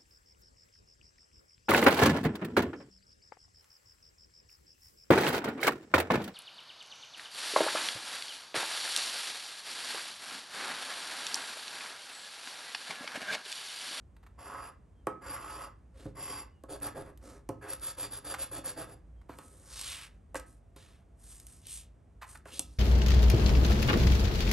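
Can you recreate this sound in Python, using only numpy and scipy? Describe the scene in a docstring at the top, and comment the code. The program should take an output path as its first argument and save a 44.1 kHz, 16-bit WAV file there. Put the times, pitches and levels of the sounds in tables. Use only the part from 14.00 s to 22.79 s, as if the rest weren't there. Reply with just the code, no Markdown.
"""In a small room with a low rumble, a large coin scrapes a card ticket on a wooden table, close to the microphones.
Long sweeps, then quick scrubs: random slips drive narrow peaks of coin, card, table and microphone ports.
Knocks are noise bursts through the table's modes behind a bright tick. Slides are grainy noise with a gliding
swish and comb, flexes are papery bursts of slips, squeaks and the after-ring are sines. The ticket is slid away,
something hard is put down with a clack, and a new ticket is slid in and snaps flat."""
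import sys
import numpy as np
from scipy import signal
from scipy.fft import rfft, irfft, next_fast_len
from scipy.io import wavfile
from scipy.ndimage import map_coordinates

SR = 44100
rng = np.random.default_rng(int(sys.argv[2]) if len(sys.argv) > 2 else 0)


def generate_wav(sig):
    """Save sig (samples, or channels by samples) to the path in sys.argv[1] as 16-bit PCM at SR."""
    pcm = np.round(np.clip(np.atleast_2d(sig).T, -1, 1) * 32767).astype(np.int16)
    wavfile.write(sys.argv[1], SR, pcm)


N = 387506

# resonances of the table top: (centre [Hz], width [Hz], lift [dB])
TABLE_RESONANCES = [(116, 41, 11.5), (237, 220, 5), (319, 106, 9), (419.6, 13, 10), (527, 82, 10.5),
                    (697, 32, 6.5), (872, 25, 6.5), (1104, 63, 6.5), (1280, 6.7, 12), (1635, 330, 2.5)]
# low, middle and high register of a contact sound: (lower edge [Hz], upper edge [Hz])
BANDS = [(200, 750), (750, 2200), (2200, 8500)]


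def amp(db):
    """Decibels to gain."""
    return 10 ** (np.asarray(db) / 20)


def rms(x):
    """Root mean square."""
    return np.sqrt(np.mean(x ** 2) + 1e-20)


def along(points, hz):
    """Joins (frequency [Hz], value) points with lines on a log frequency axis."""
    f, v = np.transpose(points)
    return np.interp(np.log(hz + 1), np.log(f + 1), v)


def wobble(rate, n):
    """A smooth random curve of n samples, with rate knots a second."""
    knots = rng.standard_normal(int(n * rate / SR) + 4)
    return map_coordinates(knots, [np.arange(n) * rate / SR])


def filtered(x, response):
    """Multiplies the spectrum of x by a response of frequency."""
    n = x.shape[-1]
    padded = next_fast_len(n + 8192)
    spectrum = rfft(x, padded) * response(np.fft.rfftfreq(padded, 1 / SR))
    return irfft(spectrum, padded)[..., :n]


def band_rms(x, lo, hi):
    """Level of x between two frequencies."""
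    return rms(filtered(x, lambda hz: (hz > lo) & (hz < hi)))


def body(colour, modes, hz):
    """Gain of a broad colour with resonances standing on it."""
    lifts_db = sum(lift / (1 + (2 * (hz - centre) / width) ** 2) for centre, width, lift in modes)
    return amp(along(colour, hz) + lifts_db)


def causal(gain, size=8192):
    """Minimum-phase impulse response with the given gain of frequency."""
    cepstrum = irfft(np.log(gain(np.fft.rfftfreq(size, 1 / SR)) + 1e-6))
    # fold the cepstrum forward in time, so that nothing sounds ahead of its cause
    cepstrum[1:size // 2] *= 2
    cepstrum[size // 2 + 1:] = 0
    return irfft(np.exp(rfft(cepstrum)))


def glide(rise, hold, fall):
    """Speed of a hand movement, 0 to 1: it speeds up, holds and slows (lengths in s)."""
    length = rise + hold + fall
    t = np.arange(int(length * SR)) / SR
    ramp = np.minimum(t / rise, (length - t) / fall)
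    return np.sin(np.pi / 2 * np.clip(ramp, 0, 1))


def add(out, s, sound):
    """Mixes a sound into out from time s on."""
    span = out[int(s * SR):][:len(sound)]
    span += sound[:len(span)]


def slips(n, per_s, smooth, flutter_db):
    """Friction force: tiny slips of uneven size on a smooth drag, with a fine fast flutter."""
    jerks = (rng.random(n) < per_s / SR) * rng.standard_normal(n)
    force = jerks / rms(jerks) + smooth * rng.standard_normal(n)
    return force * amp(flutter_db * wobble(256.2, n))


def registers(sound, bands):
    """Splits a sound into neighbouring parts, each of rms 1 within its band."""
    below = [filtered(sound, lambda hz: 1 / (1 + (hz / hi) ** 8)) for lo, hi in bands[:-1]]
    parts = np.diff([0 * sound, *below, sound], axis=0)
    return np.array([part / band_rms(part, *band) for part, band in zip(parts, bands)])


def diffuse(pair):
    """Two unrelated signals, used as mid and side, become sound that arrives from all around."""
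    # width of the diffuse sound: (frequency [Hz], side against mid [dB])
    spread = [(60, -17), (250, -10.5), (500, -4.5), (750, 0.5), (1200, -3), (2000, -15.5), (4000, -12),
              (12000, -23)]
    side = filtered(pair[1], lambda hz: amp(along(spread, hz)))
    return np.array([pair[0] + side, pair[0] - side])


def background(air_db=-66, rumble_db=-58.0, swell_db=2.5, swell_rate=5, rumble_hz=56, rumble_width_hz=10):
    """Steady room noise under a narrow low rumble that swells and ebbs by chance."""
    # colour of the room noise: (frequency [Hz], gain [dB])
    air_colour = [(25, -30.5), (66, 1), (120, -16), (200, -22.5), (900, -39.5), (2200, -49.5), (4500, -60),
                  (10400, -55.5), (13000, -76.5)]
    low_cut = lambda hz: 1 / (1 + (75 / (hz + 1)) ** 4)
    air = filtered(rng.standard_normal((2, N)), lambda hz: amp(along(air_colour, hz)) * low_cut(hz))
    air *= amp(air_db) / band_rms(air[0], 120, 2000)
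    rumble = filtered(rng.standard_normal(N), lambda hz: 1 / (1 + ((hz - rumble_hz) / rumble_width_hz) ** 4))
    rumble *= amp(swell_db * wobble(swell_rate, N))
    return diffuse(air) + rumble * amp(rumble_db) / rms(rumble)


def flexing(rise_share=0.16):
    """The stiff card buckles in a short papery burst of slips."""
    # the card crackles under the fingers, or buckles as the coin catches it or it is picked up or laid down:
    # (start [s], length [s], level [dB])
    flexes = [(0.165, .01, -64.5), (0.228, 0.021, -65), (0.263, 0.015, -60), (4.339, 0.017, -38),
              (5.214, .01, -66), (5.286, 0.083, -59), (5.378, 0.083, -63), (8.213, 0.047, -48),
              (8.35, 0.018, -52), (8.48, 0.023, -60)]
    # colour of the buckling card: (frequency [Hz], gain [dB])
    flex_colour = [(180, -28), (669, -9), (1000, 1), (2050, -7), (3230, -18), (4610, -18), (5300, -24),
                   (12000, -20.5), (15600, -67.5)]
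    out = np.zeros(N)
    ring = causal(lambda hz: amp(along(flex_colour, hz)))
    for start, length, level_db in flexes:
        speed = glide(rise_share * length, 0, (1 - rise_share) * length)
        force = slips(SR, per_s=1100, smooth=1.0, flutter_db=0.5)[:len(speed)] * speed
        burst = signal.fftconvolve(force, ring)
        add(out, start, burst * amp(level_db) / rms(burst[:len(speed)]))
    return out


def ripple(hz, depth_db, count=90):
    """Each spot on the table favours its own frequencies, mostly among the wood's low modes."""
    knots = np.linspace(np.log(100), np.log(SR / 2), count)
    chance = np.interp(np.log(hz + 1), knots, rng.standard_normal(count))
    return amp(depth_db * chance / (1 + (hz / BANDS[1][1]) ** 2))


def stroke(speed, levels_db, colour, peaks, dig_db, chatter_db, drone_power=0.5, grit_power=1.12,
           peak_drift=0.012, peak_uneven_db=2.2, wander_db=1.63, wander_rate=25, chatter_rate=150):
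    """One scrape with levels for table drone, rasp and grit; grit grows faster with speed than the others."""
    n = len(speed)
    # the coin travels from one spot of the table to another, and its colour shifts on the way
    travel = np.linspace(0, 1, n)
    sound = np.zeros(n)
    for nearness in (1 - travel, travel):
        # the narrow peaks shift together in pitch, and each one's lift varies by chance
        drift = 1 + peak_drift * rng.standard_normal()
        shifted = [(hz * drift, width, lift + rng.normal(0, peak_uneven_db)) for hz, width, lift in peaks]
        modes = list(TABLE_RESONANCES) + shifted
        ring = causal(lambda hz: body(colour, modes, hz) * ripple(hz, depth_db=3.5))
        force = np.sqrt(nearness) * slips(n, per_s=4500, smooth=0.58, flutter_db=1.7)
        sound += signal.fftconvolve(force, ring)[:n]
    drive = amp(levels_db)[:, None] * [speed ** drone_power, speed ** drone_power, speed ** grit_power]
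    # the coating is uneven, so the three registers wander apart
    uneven_db = wander_db * np.array([wobble(wander_rate, n) for band in BANDS])
    # the rasp chatters, and digging in trades drone for grit
    dug_db = dig_db * (2 * travel - 1)
    shifts_db = np.array([-dug_db, chatter_db * wobble(chatter_rate, n), dug_db])
    drive = drive * amp(uneven_db + shifts_db)
    return (drive * registers(sound, BANDS)).sum(axis=0)


def scraping(sweep_table_db=-5.5, sweep_grit_db=-5, table_per_pressure=0.47, turn_share=0.35):
    """Pressure brings out the grit: the sweeps run evenly, while in each scrub the edge digs in as it goes."""
    # long sweeps of the coin along the strip:
    # (start [s], rise [s], hold [s], fall [s], rasp level [dB], pressure [dB])
    sweeps = [(0.375, 0.056, 0.24, 0.037, -51, -4), (1.209, 0.095, 0.02, 0.091, -50, 1.5),
              (1.386, 0.065, 0.16, 0.08, -49.5, -3), (2.148, 0.11, 0.073, 0.11, -50.5, 5)]
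    # broad colour of the sweeps: (frequency [Hz], gain [dB])
    sweep_colour = [(70, -15), (250, -11), (1200, 1.5), (2200, -9.5), (4000, -18.5), (6000, -15),
                    (8500, -18.5), (9800, -7), (10700, -7.5), (11400, -45), (13500, -41)]
    # narrow peaks of the sweeps, shifted a little at random: coin and card, and near 10.4 kHz
    # the microphone ports: (centre [Hz], width [Hz], lift [dB])
    sweep_peaks = [(1010, 350, 2.6), (2020, 150, 5.7), (2690, 280, 8.7), (3300, 550, 7.6),
                   (4710, 310, 16.6), (5380, 440, 7.7), (7220, 250, 15.5), (10406, 540, 19.3)]
    # back-and-forth scrubs: (start [s], length [s], table drone [dB], rasp [dB], grit [dB])
    scrubs = [(2.684, 0.09, -48, -57.5, -55.5), (2.809, 0.09, -48, -50, -53),
              (2.942, 0.096, -47, -57.5, -64), (3.039, 0.076, -59, -63.5, -75),
              (3.611, 0.087, -52.5, -52.5, -64), (3.676, 0.074, -50.5, -52, -50.5),
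              (3.804, 0.12, -58, -52.5, -48.5), (3.966, 0.11, -50, -53.5, -47.5),
              (4.103, 0.095, -57, -55, -52), (4.237, 0.11, -50, -51.5, -50),
              (4.375, 0.083, -53.5, -52, -48), (4.508, 0.096, -49.5, -52.5, -51),
              (4.636, 0.088, -52, -52, -48.5), (4.761, 0.091, -49, -50.5, -53.5),
              (4.868, 0.082, -57.5, -65.5, -65.5)]
    # broad colour of the scrubs, with the coin gripped more steeply: (frequency [Hz], gain [dB])
    scrub_colour = [(70, -14), (200, -18.5), (1200, -1), (2200, -5), (8500, -1), (11200, -1.5),
                    (13500, -19)]
    # narrow peaks of the scrubs, shifted a little at random: coin and card, and near 10.4 kHz
    # the microphone ports: (centre [Hz], width [Hz], lift [dB])
    scrub_peaks = [(1650, 65, 4.2), (2630, 420, 5.3), (3460, 460, 8.8), (4650, 430, 13), (5570, 510, 3.6),
                   (7240, 350, 8.3), (9450, 620, 10.2), (10414, 430, 28)]
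    out = np.zeros(N)
    for start, rise, hold, fall, level_db, pressure_db in sweeps:
        # table drone and grit are set against the rasp, and pressure lifts both
        table_db = sweep_table_db + table_per_pressure * pressure_db
        levels_db = level_db + np.array([table_db, 0, sweep_grit_db + pressure_db])
        speed = glide(rise, hold, fall)
        add(out, start, stroke(speed, levels_db, sweep_colour, sweep_peaks, dig_db=0.0, chatter_db=2.5))
    for start, length, *levels_db in scrubs:
        speed = glide(turn_share * length, (1 - 2 * turn_share) * length, turn_share * length)
        add(out, start, stroke(speed, levels_db, scrub_colour, scrub_peaks, dig_db=1.0, chatter_db=0.7))
    return out


def squeaks(waver=0.0072, sag_hz_per_s=1100):
    """Short thin wavering sines that sag a little in pitch."""
    # faint squeaks in the pauses: (start [s], length [s], pitch halfway [Hz], peak level [dB])
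    squeak_list = [(0.946, 0.096, 3180, -81), (2.5, 0.12, 2900, -78), (5.154, 0.082, 3200, -81)]
    out = np.zeros(N)
    for start, length, pitch_hz, level_db in squeak_list:
        swell = glide(length / 2, 0, length / 2)
        t = np.arange(len(swell)) / SR - length / 2
        hz = (pitch_hz - sag_hz_per_s * t) * (1 + waver * wobble(200, len(t)))
        add(out, start, amp(level_db) * swell * np.sin(2 * np.pi * np.cumsum(hz) / SR))
    return out


def tick(tick_t60=0.013, rattle=0.027, rattle_t60=0.23):
    """The bright crack of a contact with a faint rattle after it; its first 6 ms have rms 1 in the high register."""
    # colour of the crack: (frequency [Hz], gain [dB])
    tick_colour = [(300, -5), (1200, -20), (2800, -1.5), (6000, -2), (9000, 4.5), (10400, 8.5), (12000, -2),
                   (15500, -30)]
    t = np.arange(SR // 3) / SR
    decay = amp(-60 * t / tick_t60) + rattle * amp(-60 * t / rattle_t60)
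    burst = rng.standard_normal(len(t)) * decay
    crack = signal.fftconvolve(burst, causal(lambda hz: amp(along(tick_colour, hz))))[:len(t)]
    return crack / band_rms(crack[:int(.006 * SR)], *BANDS[2])


def knocks(lag=0.00037, early_cycles=29, late=0.22, late_t60=0.17):
    """A tick comes straight from the contact; slower bending waves follow and scatter among the table's edges."""
    # hard contacts with the table: (time [s], thud level [dB], contact sharpness [Hz], tick level [dB])
    contacts = [(1.0697, -32, 954, -50), (2.054, -41, 374, -70), (2.637, -50.5, 620, -65),
                (2.977, -46.5, 600, -70), (3.490, -37, 615, -51.5), (5.294, -47, 780, -72),
                (5.387, -53, 900, -55), (6.3453, -42.5, 1390, -54), (6.3552, -39.5, 1350, -45),
                (6.763, -57.5, 740, -62), (8.456, -52.5, 910, -67), (8.594, -49.5, 790, -32.5)]
    # light clicks of an edge catching, too slight to move the table: (time [s], tick level [dB])
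    clicks = [(2.801, -63), (3.175, -66), (3.797, -60), (4.34, -51), (5.813, -45), (5.90, -50),
              (6.397, -53.5), (7.40, -55), (7.468, -56.5), (7.669, -54), (8.374, -64)]
    # broad colour of the struck table: (frequency [Hz], gain [dB])
    table_colour = [(30, -47), (100, 1), (300, -3.5), (950, 1.5), (1900, 1), (3000, 0.5), (9000, -44)]
    out, t = np.zeros(N), np.arange(SR // 3) / SR
    for s, level_db, contact_hz, crack_db in contacts:
        decay = amp(-60 * t * contact_hz / early_cycles) + late * amp(-60 * t / late_t60)
        push = rng.standard_normal(len(t)) * decay
        # a soft contact misses the high modes and rings longer, a light sharp one misses the low modes
        high_loss = lambda hz: 1 + (hz / (1.4 * contact_hz)) ** 6
        low_loss = lambda hz: 1 + (.22 * contact_hz / (hz + 1)) ** 4
        contact = lambda hz: 1 / np.sqrt(high_loss(hz) * low_loss(hz))
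        wood = causal(lambda hz: body(table_colour, TABLE_RESONANCES, hz) * contact(hz))
        thud = signal.fftconvolve(push, wood)[:len(t)]
        # the thud level holds over its first 30 ms
        add(out, s + lag, thud * amp(level_db) / rms(thud[:int(.03 * SR)]))
        add(out, s, tick() * amp(crack_db))
    for s, crack_db in clicks:
        add(out, s, tick() * amp(crack_db))
    return out


def sliding(swish_db=8, swish_octaves=1.0, comb_db=1.0, comb_teeth=1.1, rub_power=1.56, hiss_power=2.53):
    """Card fibres brush over the wood; the air gap under the card adds a swish and a comb that glide together."""
    # card, coin or skin sliding over the table; the lighter it lies, the higher its low edge:
    # (start [s], rise [s], fall [s], hiss level [dB], rub level [dB],
    #  swish at the start [Hz], swish at the end [Hz], low edge [Hz])
    slides = [(1.921, 0.091, 0.14, -65.5, -58.5, 3800, 3680, 253),
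              (3.19, 0.075, 0.19, -63, -54.5, 5900, 5850, 258),
              (5.24, 0.21, 0.93, -68.5, -67.5, 9600, 6100, 277),
              (5.58, 0.33, 0.16, -44.5, -56.5, 7600, 2200, 840),
              (5.96, 0.064, 0.081, -53, -58, 2800, 2635, 830),
              (6.353, 0.01, 0.036, -48.5, -62, 6900, 6000, 800),
              (6.45, 0.023, 0.16, -70.5, -90, 9100, 7940, 300),
              (6.755, 0.01, 0.33, -65, -69, 3740, 3040, 700),
              (7.142, 0.17, 0.22, -59.5, -73.5, 8200, 8500, 794),
              (7.431, 0.055, 0.27, -64, -77.5, 8900, 6400, 800),
              (7.6, 0.1, 0.22, -57, -78, 3420, 3000, 1180), (7.634, 0.098, 0.14, -50, -73, 8900, 7860, 810),
              (8.25, 0.051, .12, -59.5, -67, 8000, 8900, 810),
              (8.445, 0.028, .12, -60, -67, 1210, 3600, 710),
              (8.46, 0.11, 0.04, -50.5, -59.5, 2400, 4360, 217),
              (8.586, 0.038, 0.67, -71.5, -79, 5330, 4500, 400)]
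    # broad colour of the sliding card: (frequency [Hz], gain [dB])
    card_colour = [(200, 19), (700, -3), (1000, -3), (1500, -5.5), (7000, -7), (10300, 2), (11500, -6),
                   (12600, -22), (14000, -51)]
    out = np.zeros(N)
    ring = causal(lambda hz: body(card_colour, TABLE_RESONANCES[4:], hz))
    bands = [(BANDS[0][0], BANDS[1][1]), BANDS[2]]
    for start, rise, fall, hiss_db, rub_db, first_hz, last_hz, edge_hz in slides:
        speed = glide(rise, 0, fall)
        n = len(speed)
        force = slips(SR, per_s=9000, smooth=0.85, flutter_db=2.03)[:n]
        fibres = signal.fftconvolve(force, ring)[:n]
        hz, frames, z = signal.stft(fibres, SR, nperseg=512)
        # frequency against the gliding centre of the swish
        ratio = (hz[:, None] + 1) / np.geomspace(first_hz, last_hz, len(frames))
        hump_db = swish_db * np.exp(-(np.log2(ratio) / swish_octaves) ** 2)
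        teeth_db = comb_db * np.cos(2 * np.pi * comb_teeth * (ratio - 1))
        z = z * amp(hump_db + teeth_db)
        z = z / (1 + (edge_hz / (hz[:, None] + 1)) ** 6)
        brushed = signal.istft(z, SR, nperseg=512)[1][:n]
        rub, hiss = registers(brushed, bands)
        add(out, start, rub * amp(rub_db) * speed ** rub_power + hiss * amp(hiss_db) * speed ** hiss_power)
    return out


def after_ring(clack_s=6.3555):
    """Faint decaying sines ring on after the clack."""
    # what rings on: (frequency [Hz], starting level [dB], t60 [s])
    tones = [(678, -76, 23), (1615, -85, 1.5)]
    out, t = np.zeros(N), np.arange(N) / SR
    add(out, clack_s, sum(amp(db - 60 * t / t60) * np.sin(2 * np.pi * hz * t) for hz, db, t60 in tones))
    return out


def room(x, delay=0.002):
    """The small room's short diffuse tail: noise whose lows ring longest and whose top dies first."""
    # decay of the room: (frequency [Hz], t60 [s])
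    room_t60 = [(100, 0.97), (500, 0.26), (1500, 0.33), (5000, 0.24), (10000, 0.15)]
    hz, t, z = signal.stft(rng.standard_normal((2, SR // 2)), SR, nperseg=256)
    decay = amp(-60 * t / along(room_t60, hz)[:, None])
    tail = signal.istft(z * decay, SR, nperseg=256)[1]
    # silent for one delay, then fading in over another
    tail *= np.clip(np.arange(tail.shape[1]) / SR / delay - 1, 0, 1)
    return diffuse(signal.fftconvolve(x[None], tail / np.linalg.norm(tail[0]), axes=1)[:, :N])


def scene(scrape_room_db=-6.5, slide_room_db=-10, knock_room_db=-10):
    """Everything happens on the table just ahead of the microphones."""
    scrapes = scraping()
    slides = sliding() + flexing()
    hits = knocks()
    wet = room(amp(scrape_room_db) * scrapes + amp(slide_room_db) * slides + amp(knock_room_db) * hits)
    return scrapes + slides + hits + after_ring() + squeaks() + wet + background()


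def record(dry, lean_db=2.37, top_hz=15900):
    """The two microphone ports differ in phase towards the treble; the mids lean right; nothing passes top_hz."""
    # phase between the ports: (frequency [Hz], lead of the left port [rad])
    port_phase = [(2200, 0), (3100, -.6), (7000, -.6), (8100, -.95), (8800, 0), (9500, 1.9), (10400, 3.1),
                  (11400, 5.3), (15500, 12.8)]

    def ports(hz):
        half = along(port_phase, hz) / 2
        # (Hz, share of lean_db taken from the left and given to the right)
        lean = lean_db * along([(200, 0.11), (700, 0.57), (2000, 0.073)], hz)
        pair = np.array([amp(-lean) * np.exp(1j * half), amp(lean) * np.exp(-1j * half)])
        # a positive lead goes wholly to the left port
        return pair * np.exp(1j * np.maximum(half, 0))

    return filtered(dry, lambda hz: ports(hz) * (hz < top_hz))


dry = scene()
out = record(dry)
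generate_wav(out)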